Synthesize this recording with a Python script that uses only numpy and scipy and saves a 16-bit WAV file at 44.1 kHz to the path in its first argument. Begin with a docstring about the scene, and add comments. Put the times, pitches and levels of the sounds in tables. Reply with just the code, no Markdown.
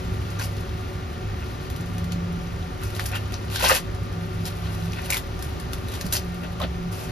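"""Husking corn over a sink

Hands strip the husks from an ear of corn over a kitchen sink, close to a phone, heard in wide stereo.
Leaf fibres break as random impulses in dense crackle; single snaps click and ring, and dull thumps fall between.
Behind, an extractor fan rushes as shaped noise and whines, mains hum wavers as a sine,
and a washing machine motor groans in sagging strokes somewhere in the flat."""
import sys
import numpy as np
from scipy import signal
from scipy.fft import rfft, irfft
from scipy.io import wavfile
from scipy.ndimage import uniform_filter1d

SR = 44100
rng = np.random.default_rng(int(sys.argv[2]) if len(sys.argv) > 2 else 0)


def store_wav(level_fs):
    """Save 16-bit WAV to argv[1]."""
    pcm = np.round(np.clip(np.atleast_2d(level_fs), -1, 1) * 32767)
    wavfile.write(sys.argv[1], SR, pcm.T.astype(np.int16))


N = 313814
T = np.arange(N) / SR  # seconds
F = np.arange(N // 2 + 1) * SR / N  # Hz
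U = np.arange(int(0.1 * SR)) / SR  # seconds since a single event


def undb(db):
    """Turns dB into an amplitude factor."""
    return 10 ** (np.asarray(db) / 20)


def level(x, db):
    """Sets the rms of a sound in dB."""
    return x * undb(db) / np.sqrt(np.mean(x ** 2))


def colour(x, table):
    """Weights the spectrum by (Hz, dB) points, joined on a log frequency axis."""
    hz, db = np.transpose(table)
    gain_db = np.interp(np.log(F + 1), np.log(hz), db)
    return irfft(rfft(x) * undb(gain_db), N)


def ring(x, hz, width_hz):
    """One resonance, gain 1 at the centre."""
    b, a = signal.iirpeak(hz, hz / width_hz, SR)
    return signal.lfilter(b, a, x)


def walk(rate):
    """Random levels held 1 / rate seconds and smoothed twice; spread near 1."""
    k = int(SR / rate)
    steps = np.repeat(rng.standard_normal(N // k + 1), k)
    return 1.32 * uniform_filter1d(uniform_filter1d(steps, k), k)[:N]


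def tone(hz):
    """Sine of rms 1 on a moving frequency."""
    return np.sqrt(2) * np.sin(2 * np.pi * np.cumsum(hz + 0 * T) / SR)


def plateau(start, hold, rise_db_per_s, fall_db_per_s):
    """Gain that climbs to 1 by the start, holds and falls away."""
    rise_db = rise_db_per_s * (T - start)
    fall_db = fall_db_per_s * (start + hold - T)
    return undb(np.minimum(0, np.minimum(rise_db, fall_db)))


def blip(hz, rise_s, cycles, turn):
    """A few cycles that swell and die, 60 dB down after the given cycles; peak 1."""
    envelope = np.minimum(U / rise_s, 1) * undb(-60 * U * hz / cycles)
    x = envelope * np.sin(2 * np.pi * (hz * U + turn))
    return x / np.abs(x).max()


# Bands of the slack leaf, then the taut leaf. Each row: lower edge in Hz, upper edge in Hz.
LEAF_BANDS = [(2800, 4380), (4300, 6360)]
# Spectrum of the thin leaf edges. Each row: frequency in Hz, relative density in dB per Hz.
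EDGE_SPECTRUM = [(4000, -60), (7000, 9), (10500, 7), (13500, 3.5), (15700, -13)]
# Resonances of the husk sleeve. Each row: centre in Hz, width in Hz, relative level in dB.
SLEEVE_MODES = [(994, 580, 9.5), (1430, 450, 8.5), (1800, 380, 5), (2497, 484, 6.5)]
COB_HZ, COB_WIDTH_HZ = 578, 235
TAUT_EDGE_DB, TAUT_SLOPE = -6, 0.79  # edge share with no tilt; dB of tilt per dB of edge
SLIP_DB, PART_FLICKER_DB, EDGE_FLICKER_DB = 1.1, 1.5, 1.5  # spread of the random level


def husks(slips, hands):
    """The tear sticks and slips; its breaks sound in the leaf, its thin edges, the sleeve of husks and the cob."""
    tear_db, sleeve_db, edge_db, cob_db = hands
    edge = level(colour(breaks(), EDGE_SPECTRUM), 0)
    slack, taut = (leaf_band(band) for band in LEAF_BANDS)
    # a taut leaf tears brighter: more edge, and its own sound moves up
    tilt_db = TAUT_SLOPE * (edge_db - TAUT_EDGE_DB)
    leaf = undb(-tilt_db) * slack + undb(tilt_db) * taut

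    # leaf, edge and sleeve also flicker on their own
    parts = undb(-3.5 + PART_FLICKER_DB * walk(250)) * leaf
    parts += undb(edge_db - 1.0 + EDGE_FLICKER_DB * walk(110)) * edge
    parts += undb(sleeve_db - 8.0 + PART_FLICKER_DB * walk(250)) * body(SLEEVE_MODES)
    parts += undb(cob_db - 7.5) * body([(COB_HZ, COB_WIDTH_HZ, 0)])
    crackle = undb(tear_db + SLIP_DB * slips) * parts  # all parts feel the same slips

    snap_crackle = snap_bursts() * (undb(-17) * leaf + undb(edge_db - 10) * edge)
    return crackle + stem_knocks() + snap_crackle


def breaks():
    """Fibres part at random moments; most breaks are small, a few stand out."""
    breaks_per_s, scatter_db = 8000, 2.6
    hit = rng.random(N) < breaks_per_s / SR
    size = undb(scatter_db * rng.exponential(size=N))
    return level(hit * rng.standard_normal(N) * size, 0)


def leaf_band(band):
    """Breaks heard through the band in which the leaf speaks."""
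    sos = signal.butter(2, band, "band", fs=SR, output="sos")
    return level(signal.sosfilt(sos, breaks()), -6.0)


def body(modes):
    """Breaks heard through resonances, each applied twice for steep flanks."""
    inner = breaks()
    rings = (undb(db) * ring(ring(inner, hz, width), hz, width) for hz, width, db in modes)
    return level(sum(rings), 0)


# Fingers working the leaves under the rips. Each row: time in seconds, rustle level in dB before part trims.
HANDLING = [(0.0, -46.5), (0.5, -47.5), (1.27, -52.5), (1.49, -47.5), (1.94, -49), (2.2, -53.5),
            (2.42, -49.5), (2.7, -51), (3.0, -44), (3.4, -48), (3.9, -51), (4.4, -48), (4.68, -46),
            (5.0, -42.5), (5.35, -49), (5.5, -44), (5.7, -52), (5.95, -43.5), (6.3, -48.5), (6.85, -52.5),
            (7.12, -42)]
# Shares of the handling, relative to the rustle: husk sleeve, thin leaf edges, cob, each in dB before trims.
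HANDLING_PARTS_DB = [4.5, -7.5, 0.5]
# Rips, one per tug. Each row: start of full strength in seconds, hold in seconds, crackle level in dB,
# then husk sleeve, thin leaf edges and cob in dB relative to the crackle, all before part trims.
RIPS = [(0.399, 0.024, -37, 8.5, -6, -5), (0.42, 0.025, -37, 1, -3.5, -9), (0.447, 0.016, -41, -3, -6, -9),
        (2.12, 0.01, -44, 5, -14, -7), (2.822, 0.013, -42, 8, -9, -8), (2.852, 0.024, -51.5, 1, 5.5, -2),
        (2.961, 0.013, -41, -2, -4, -12), (2.994, 0.012, -39, 8, -15, -8), (3.015, 0.025, -41, 1, -7, -12),
        (3.058, 0.032, -49, 11, 3, -10), (3.129, 0.014, -44.5, 20.5, -11, 2),
        (3.147, 0.017, -39, 14, -10.5, -7), (3.332, 0.0088, -39.5, 7.5, -10, -11),
        (3.516, 0.034, -36, 2.5, -6.5, -8), (3.548, 0.029, -29.5, -3, -9.5, -18),
        (3.595, 0.018, -26, 5, -9, -14), (3.632, 0.017, -24, 9, -6.5, -3),
        (3.644, 0.028, -22, 3.5, -11, -8), (3.682, 0.011, -38.5, 19, 12, -7),
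        (3.704, 0.011, -19.5, 9, -7.5, -2.5), (3.724, 0.045, -23, 3.5, -5.5, -5),
        (3.772, 0.014, -39, 8, -9, 0), (4.462, 0.021, -34, 0, -5.5, -4), (4.64, 0.03, -43, 5, -14, -8),
        (4.687, 0.025, -50, 13, -14, 0), (4.73, 0.034, -45, 5, -6, -9), (4.977, 0.014, -45.5, 16, -14, -2),
        (5.046, 0.019, -40.5, 0, -6.5, -14), (5.104, 0.0077, -42, 19.5, 4.5, 8),
        (5.127, 0.05, -32.5, 5.5, -6, -19), (5.425, 0.023, -56, -6, 5, -8), (5.73, 0.0096, -41, 0, -4, -2),
        (5.94, 0.02, -36.5, 3, -8, -10), (6.012, 0.01, -44, -7, -4.5, 2), (6.056, 0.0092, -45, -3, 0, 11),
        (6.136, 0.012, -33.5, 4.5, 0, -0.5), (6.151, 0.02, -27, -5, -5.5, -12),
        (6.436, 0.023, -46, 13.5, -20, 8), (6.609, 0.012, -46, 10, -18, 20),
        (6.617, 0.024, -41, 15, -26, 9), (6.925, 0.13, -43.5, 4.5, -2, 3)]
RIP_RISE_DB_PER_S, RIP_FALL_DB_PER_S = 900, 750


def tearing():
    """Crackle level and the shares of sleeve, edges and cob in dB: rips add their power to the handling."""
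    handling_db = np.interp(T, *np.transpose(HANDLING))
    shares_db = np.array([0, *HANDLING_PARTS_DB])[:, None]
    power = undb(2 * (handling_db + shares_db))
    for start, hold, db, *parts_db in RIPS:
        pull = plateau(start, hold, RIP_RISE_DB_PER_S, RIP_FALL_DB_PER_S) ** 2
        rip_power = undb(2 * (db + np.array([0, *parts_db])))
        power = power + rip_power[:, None] * pull
    db = 10 * np.log10(power)
    return db[0], *(db[1:] - db[0])


# Single fibres and leaf stems giving way, played by the next two functions.
# Each row: time in seconds, strength in dB before colouring and gains, ring level relative to it in dB,
# ring frequency in Hz.
SNAPS = [(0.303, -26, -25, 1740), (0.3905, -25, -7, 5900), (0.396, -18, -8, 1590), (0.4255, -29, -4, 5000),
         (0.437, -30, -8, 5300), (0.458, -33, -7, 5000), (0.5668, -27, -16, 1450),
         (1.7015, -23.5, -15, 1850), (1.7624, -24, -23, 1800), (1.8097, -27, -18, 1210),
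         (1.8592, -32, -18, 1230), (1.9351, -36, -18, 1410), (1.982, -22, -18, 1840),
         (2.043, -30, -21, 1380), (2.121, -18, -24, 2100), (2.6255, -39, -1, 3640), (2.835, -21, -14, 1300),
         (2.9034, -27, -10, 1430), (2.95, -24, -9, 4020), (2.9645, -29, -5, 2600), (2.9958, -15, -10, 2300),
         (3.057, -16, -22, 2870), (3.0605, -16, -20, 5000), (3.1173, -22, -20, 4630), (3.144, -29, 5, 2580),
         (3.152, -23, -4, 2700), (3.153, -27, 2, 1400), (3.157, -24, 0, 3160), (3.162, -28, 0, 2900),
         (3.1673, -26, 1, 2820), (3.172, -31, 2, 2760), (3.3222, -23, -16, 3090), (3.5007, -25, -11, 2710),
         (3.5119, -33, -6, 4170), (3.559, -12.5, -11, 1550), (3.6102, -24, -11, 3400),
         (3.625, -21, 1, 2660), (3.648, -11, -8, 2670), (3.651, -22, -6, 4200), (3.66, -16, 1, 2680),
         (3.664, -24, 0, 2720), (3.669, -23, 1, 2900), (3.682, -29, 5, 2600), (3.688, -11, -13, 2370),
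         (3.697, -20, 6, 1820), (3.707, -15, -5, 1880), (3.749, -13, -10, 1800), (3.948, -27, -20, 2970),
         (4.257, -44, -20, 3000), (4.4543, -17, -14, 5230), (4.4634, -23, -16, 2500),
         (4.8215, -38, -10, 4000), (4.8564, -31, -15, 3000), (4.9334, -25, -5, 2500),
         (5.0594, -24, -18, 2820), (5.103, -8.5, -11, 2290), (5.1238, -14, -1, 2300),
         (5.129, -17, 1.5, 2320), (5.1336, -21, 4, 2350), (5.1433, -13, -8, 2200),
         (5.169, -10.5, -12, 3550), (5.3921, -25, -23, 1400), (5.4245, -18.5, -26, 1600),
         (5.4445, -26, -20, 1300), (5.5995, -22, -18, 1730), (5.733, -14.5, -16, 1390),
         (5.8845, -25.5, -6, 3860), (5.9194, -22, -15, 3000), (5.939, -23, -13, 3320),
         (5.952, -28, -10, 4500), (6.011, -14, -16, 1820), (6.0647, -21, -18, 1850),
         (6.0875, -34, -6, 4700), (6.125, -7, -23, 1900), (6.1265, -12, -20, 6000), (6.133, -11, -26, 1730),
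         (6.1365, -12, -16, 5000), (6.1548, -21, -2, 4700), (6.16, -17, -8, 5200), (6.1664, -12, -10, 4440),
         (6.345, -28, -22, 3000), (6.4344, -31, -11, 1880), (6.6, -22, -17, 1870), (6.617, -22.5, -3, 3580),
         (6.6275, -24, 0, 3500), (6.633, -37, 2, 2720), (6.639, -43, -1, 2700)]
SNAP_RISE_S, SNAP_T60_S = 0.001, 0.026


def snap_bursts():
    """Each snap sets off a burst of breaks that dies away: this is the burst's gain."""
    gain = np.zeros(N)
    for at, db, *_ in SNAPS:
        i = int(at * SR)
        gain[i:i + len(U)] += undb(db) * np.minimum(U / SNAP_RISE_S, 1) * undb(-60 * U / SNAP_T60_S)
    return gain


# Spectrum of a snap's click. Each row: frequency in Hz, weight in dB per Hz.
CLICK_SPECTRUM = [(500, -13), (1500, -4), (3000, -5), (5000, -5), (8500, -5), (11000, -7), (13500, -10),
                  (15700, -15)]
CLICK_T60_S, CLICK_GAIN_DB = 0.009, 13
PATCH_RISE_S, PATCH_CYCLES = 0.0011, 21  # cycles until a leaf patch is 60 dB down


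def snaps():
    """The first fibres to go crack within milliseconds and ring the patch of leaf they were cut from."""
    click, patch = np.zeros(N), np.zeros(N)
    bursts = rng.standard_normal((len(SNAPS), int(CLICK_T60_S * SR)))
    turns = rng.random(len(SNAPS))
    for (at, db, ring_db, hz), turn, burst in zip(SNAPS, turns, bursts):
        i = int(at * SR)
        burst = burst * undb(-60 * np.arange(len(burst)) / len(burst))
        click[i:i + len(burst)] += undb(db) * burst / np.sqrt(np.sum(burst ** 2))
        ringing = blip(hz, PATCH_RISE_S, PATCH_CYCLES, turn)
        patch[i:i + len(ringing)] += undb(db + ring_db) * ringing
    return undb(CLICK_GAIN_DB) * colour(click, CLICK_SPECTRUM) + patch


# Thick leaf stems breaking off the cob. Each row: time in seconds, strength in dB before colouring and gain.
KNOCKS = [(2.996, -31), (3.697, -20), (3.706, -23)]
# Spectrum of a breaking stem. 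Each row: frequency in Hz, weight in dB per Hz.
KNOCK_SPECTRUM = [(400, -24), (800, -3), (1200, 21.5), (2500, -25), (4000, -24), (8000, -20.5)]
KNOCK_T60_S, KNOCK_GAIN_DB = 0.028, 6.5


def stem_knocks():
    """A thick stem breaks as a dying burst of fibre breaks, strongest near 1200 Hz."""
    fibres, stems = breaks(), np.zeros(N)
    for at, db in KNOCKS:
        i = int(at * SR)
        stems[i:i + len(U)] += undb(db - 60 * U / KNOCK_T60_S) * fibres[i:i + len(U)]
    return undb(KNOCK_GAIN_DB) * colour(stems, KNOCK_SPECTRUM)


# Short dull thumps: mostly the cob jolting, the two lowest (182 and 225 Hz) the washing machine motor starting.
# Each row: time in seconds, peak in dB ahead of the room, frequency in Hz, cycles until it is 60 dB down.
THUMPS = [(2.995, -19, 1800, 7), (2.996, -30, 814, 14), (3.627, -21, 540, 42), (3.706, -17.5, 516, 25),
          (3.716, -15, 530, 20), (3.636, -21, 600, 14), (3.643, -22, 1000, 14), (3.742, -34, 517, 26),
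          (6.045, -23.5, 182, 18), (6.602, -24.5, 1130, 24), (6.609, -30, 620, 14), (6.612, -26, 1020, 7),
          (6.619, -27, 680, 9), (6.623, -27, 1290, 14), (6.628, -25, 553, 11), (6.637, -25.5, 225, 14),
          (6.645, -25, 616, 20)]
THUMP_RISE_S = 0.0032


def dull_thumps():
    """Each thump is a sine that swells within milliseconds and dies after a few cycles."""
    out = np.zeros(N)
    for (at, db, hz, cycles), turn in zip(THUMPS, rng.random(len(THUMPS))):
        i = int(at * SR)
        thump = undb(db) * blip(hz, THUMP_RISE_S, cycles, turn)
        out[i:i + len(thump)] += thump
    return out


# Air rushing through the fan. Each row: frequency in Hz, relative density in dB per Hz.
FAN_SPECTRUM = [(24, -38), (30, -6), (36, -5), (50, -5), (70, 2), (125, -7), (170, -8), (212, -15.5),
                (260, -13.5), (320, -17.5), (400, -17), (600, -28), (900, -24), (1500, -31.5), (2200, -30),
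                (4000, -36.5), (6500, -42), (10000, -54), (14000, -57), (15600, -75)]
# Duct resonances. Each row: centre in Hz, width in Hz, rms level in dB ahead of the stereo stage.
DUCT = [(240, 4.6, -51.5), (360.8, 16, -52.5), (562.3, 13, -51.5), (735, 30, -48.5), (1186, 54, -47.5),
        (1403, 38, -51), (1826, 16, -58), (2760, 38, -68)]
FAN_DB, FAN_FLICKER_DB = -31, 0.51  # rms before the flicker; spread of the flicker


def fan():
    """Rushing air as shaped noise that flickers a little, with duct resonances rung by noise of their own."""
    air = level(colour(rng.standard_normal(N), FAN_SPECTRUM), FAN_DB)
    air = air * undb(FAN_FLICKER_DB * walk(2.51))
    return air + sum(level(ring(rng.standard_normal(N), hz, width), db) for hz, width, db in DUCT)


def fan_whine():
    """Blade tone and its octave on one slightly wandering spin, each wavering in level."""
    blade_hz = 373 * (1 + 0.004 * walk(8))
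    blade = undb(-47 + 2 * walk(8)) * tone(blade_hz)
    octave = undb(-64 + 2 * walk(8)) * tone(2 * blade_hz)
    return blade + octave


# The mains hum swells and sinks back. Each row: start of full swell in seconds, hold in seconds,
# rms level in dB before the waver.
HUM_SWELLS = [(0.0, 0.58, -30), (0.74, 0.2, -36), (1.277, 0.038, -32.5), (1.806, 0.25, -31.5),
              (2.105, 0.41, -37.5), (2.826, 0.79, -33.5), (3.88, 1.1, -32), (5.29, 0.4, -43),
              (5.814, 0.41, -36), (6.503, 0.11, -38), (6.9, 0.046, -34)]
HUM_HZ, HUM_FADE_DB_PER_S, HUM_WAVER_DB = 100.9, 213, 0.5


def mains_hum():
    """A low sine; where swells overlap the louder one counts."""
    swells = [undb(db) * plateau(start, hold, HUM_FADE_DB_PER_S, HUM_FADE_DB_PER_S)
              for start, hold, db in HUM_SWELLS]
    return np.max(swells, axis=0) * undb(HUM_WAVER_DB * walk(9.3)) * tone(HUM_HZ)


# Washing machine strokes, away in the flat. 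Each row: start of full level in seconds, hold in seconds,
# frequency at the start in Hz, rms level in dB before the waver.
STROKES = [(0.0, 0.43, 172.3, -41), (1.837, 0.86, 174.8, -34), (4.008, 0.88, 170.4, -37.5),
           (4.844, 0.098, 171.8, -35.5), (6.237, 0.305, 175.4, -35.5), (6.64, 0.3, 174.2, -35.5),
           (7.059, 0.065, 173.5, -37.5)]
STROKE_SAG_HZ_PER_S, STROKE_FADE_DB_PER_S, STROKE_WAVER_DB = 4.5, 250, 2.9


def washing_machine():
    """The motor groans in strokes, sines whose pitch sags under load."""
    out = np.zeros(N)
    for start, hold, hz, db in STROKES:
        power = plateau(start, hold, STROKE_FADE_DB_PER_S, STROKE_FADE_DB_PER_S)
        groan = tone(hz - STROKE_SAG_HZ_PER_S * (T - start))
        out += power * undb(db + STROKE_WAVER_DB * walk(18)) * groan
    return out


KITCHEN_T60_S, KITCHEN_DB = 0.12, -5  # decay time; energy of the tail relative to the direct path


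def kitchen(x):
    """Hard walls and the steel sink return a short noise tail, 4 ms after the direct sound."""
    u = np.arange(int(0.3 * SR)) / SR
    tail = rng.standard_normal(len(u)) * undb(-60 * u / KITCHEN_T60_S) * (u > 0.004)
    tail = level(tail, 0) / np.sqrt(len(u))  # energy 1
    return x + undb(KITCHEN_DB) * signal.fftconvolve(x, tail)[:N]


# The two stereo channels. Each row: frequency in Hz, lead of the right channel in radians,
# left minus right in dB, likeness from 0 to 1.
CHANNELS = [(60, 0, -.5, .995), (110, .1, -.8, .99), (150, .2, -2.5, .75), (280, -1.3, 5, .5),
            (450, .1, 2.5, .7), (650, -1.5, -2, .3), (950, -2.8, 4, .5), (1350, -4.5, 0, .3),
            (1800, -6.6, 2, .85), (2700, -7.5, 1.5, .75), (3600, -7.2, 5, .4), (4700, -6.5, 5.5, .55),
            (6500, -5.1, 2.5, .6), (7700, -3.3, 0, .97), (9000, -3, 0, .97), (10000, -1.5, 0, .8),
            (11200, -.3, 0, .95), (13000, .4, 0, .95), (13900, 2, 0, .7), (15000, 3.1, 0, .97)]


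def widen(pair):
    """Sets the channels apart in phase and level by frequency, half the difference put on each."""
    hz, lead, balance_db = np.array(CHANNELS)[:, :3].T
    gain = undb(np.interp(F, hz, balance_db) / 2)
    half = gain * np.exp(-0.5j * np.interp(F, hz, lead))
    return irfft(pair * np.array([half, 1 / half]), N)


def scene():
    """What both channels share and what sets them apart, mixed by likeness; thumps reach both together."""
    hz, likeness = np.array(CHANNELS)[:, [0, 3]].T
    alike = np.interp(F, hz, likeness)
    slips, hands = walk(150), tearing()
    # same hands and slips, separate random breaks and air
    shared, apart = (rfft(kitchen(husks(slips, hands)) + fan()) for _ in range(2))
    common = kitchen(snaps()) + fan_whine() + mains_hum() + washing_machine()
    shared = shared * np.sqrt((1 + alike) / 2) + rfft(common)
    apart = apart * np.sqrt((1 - alike) / 2)
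    thumps = dull_thumps()
    pair = widen(np.array([shared + apart, shared - apart]))
    return pair + [kitchen(thumps), kitchen(thumps)]  # each channel gets its own room tail


def record(dry):
    """A steep low-pass cuts the top."""
    top_hz = 15500
    return signal.sosfilt(signal.ellip(8, 0.2, 70, top_hz, fs=SR, output="sos"), dry)


dry = scene()
out = record(dry)
store_wav(out)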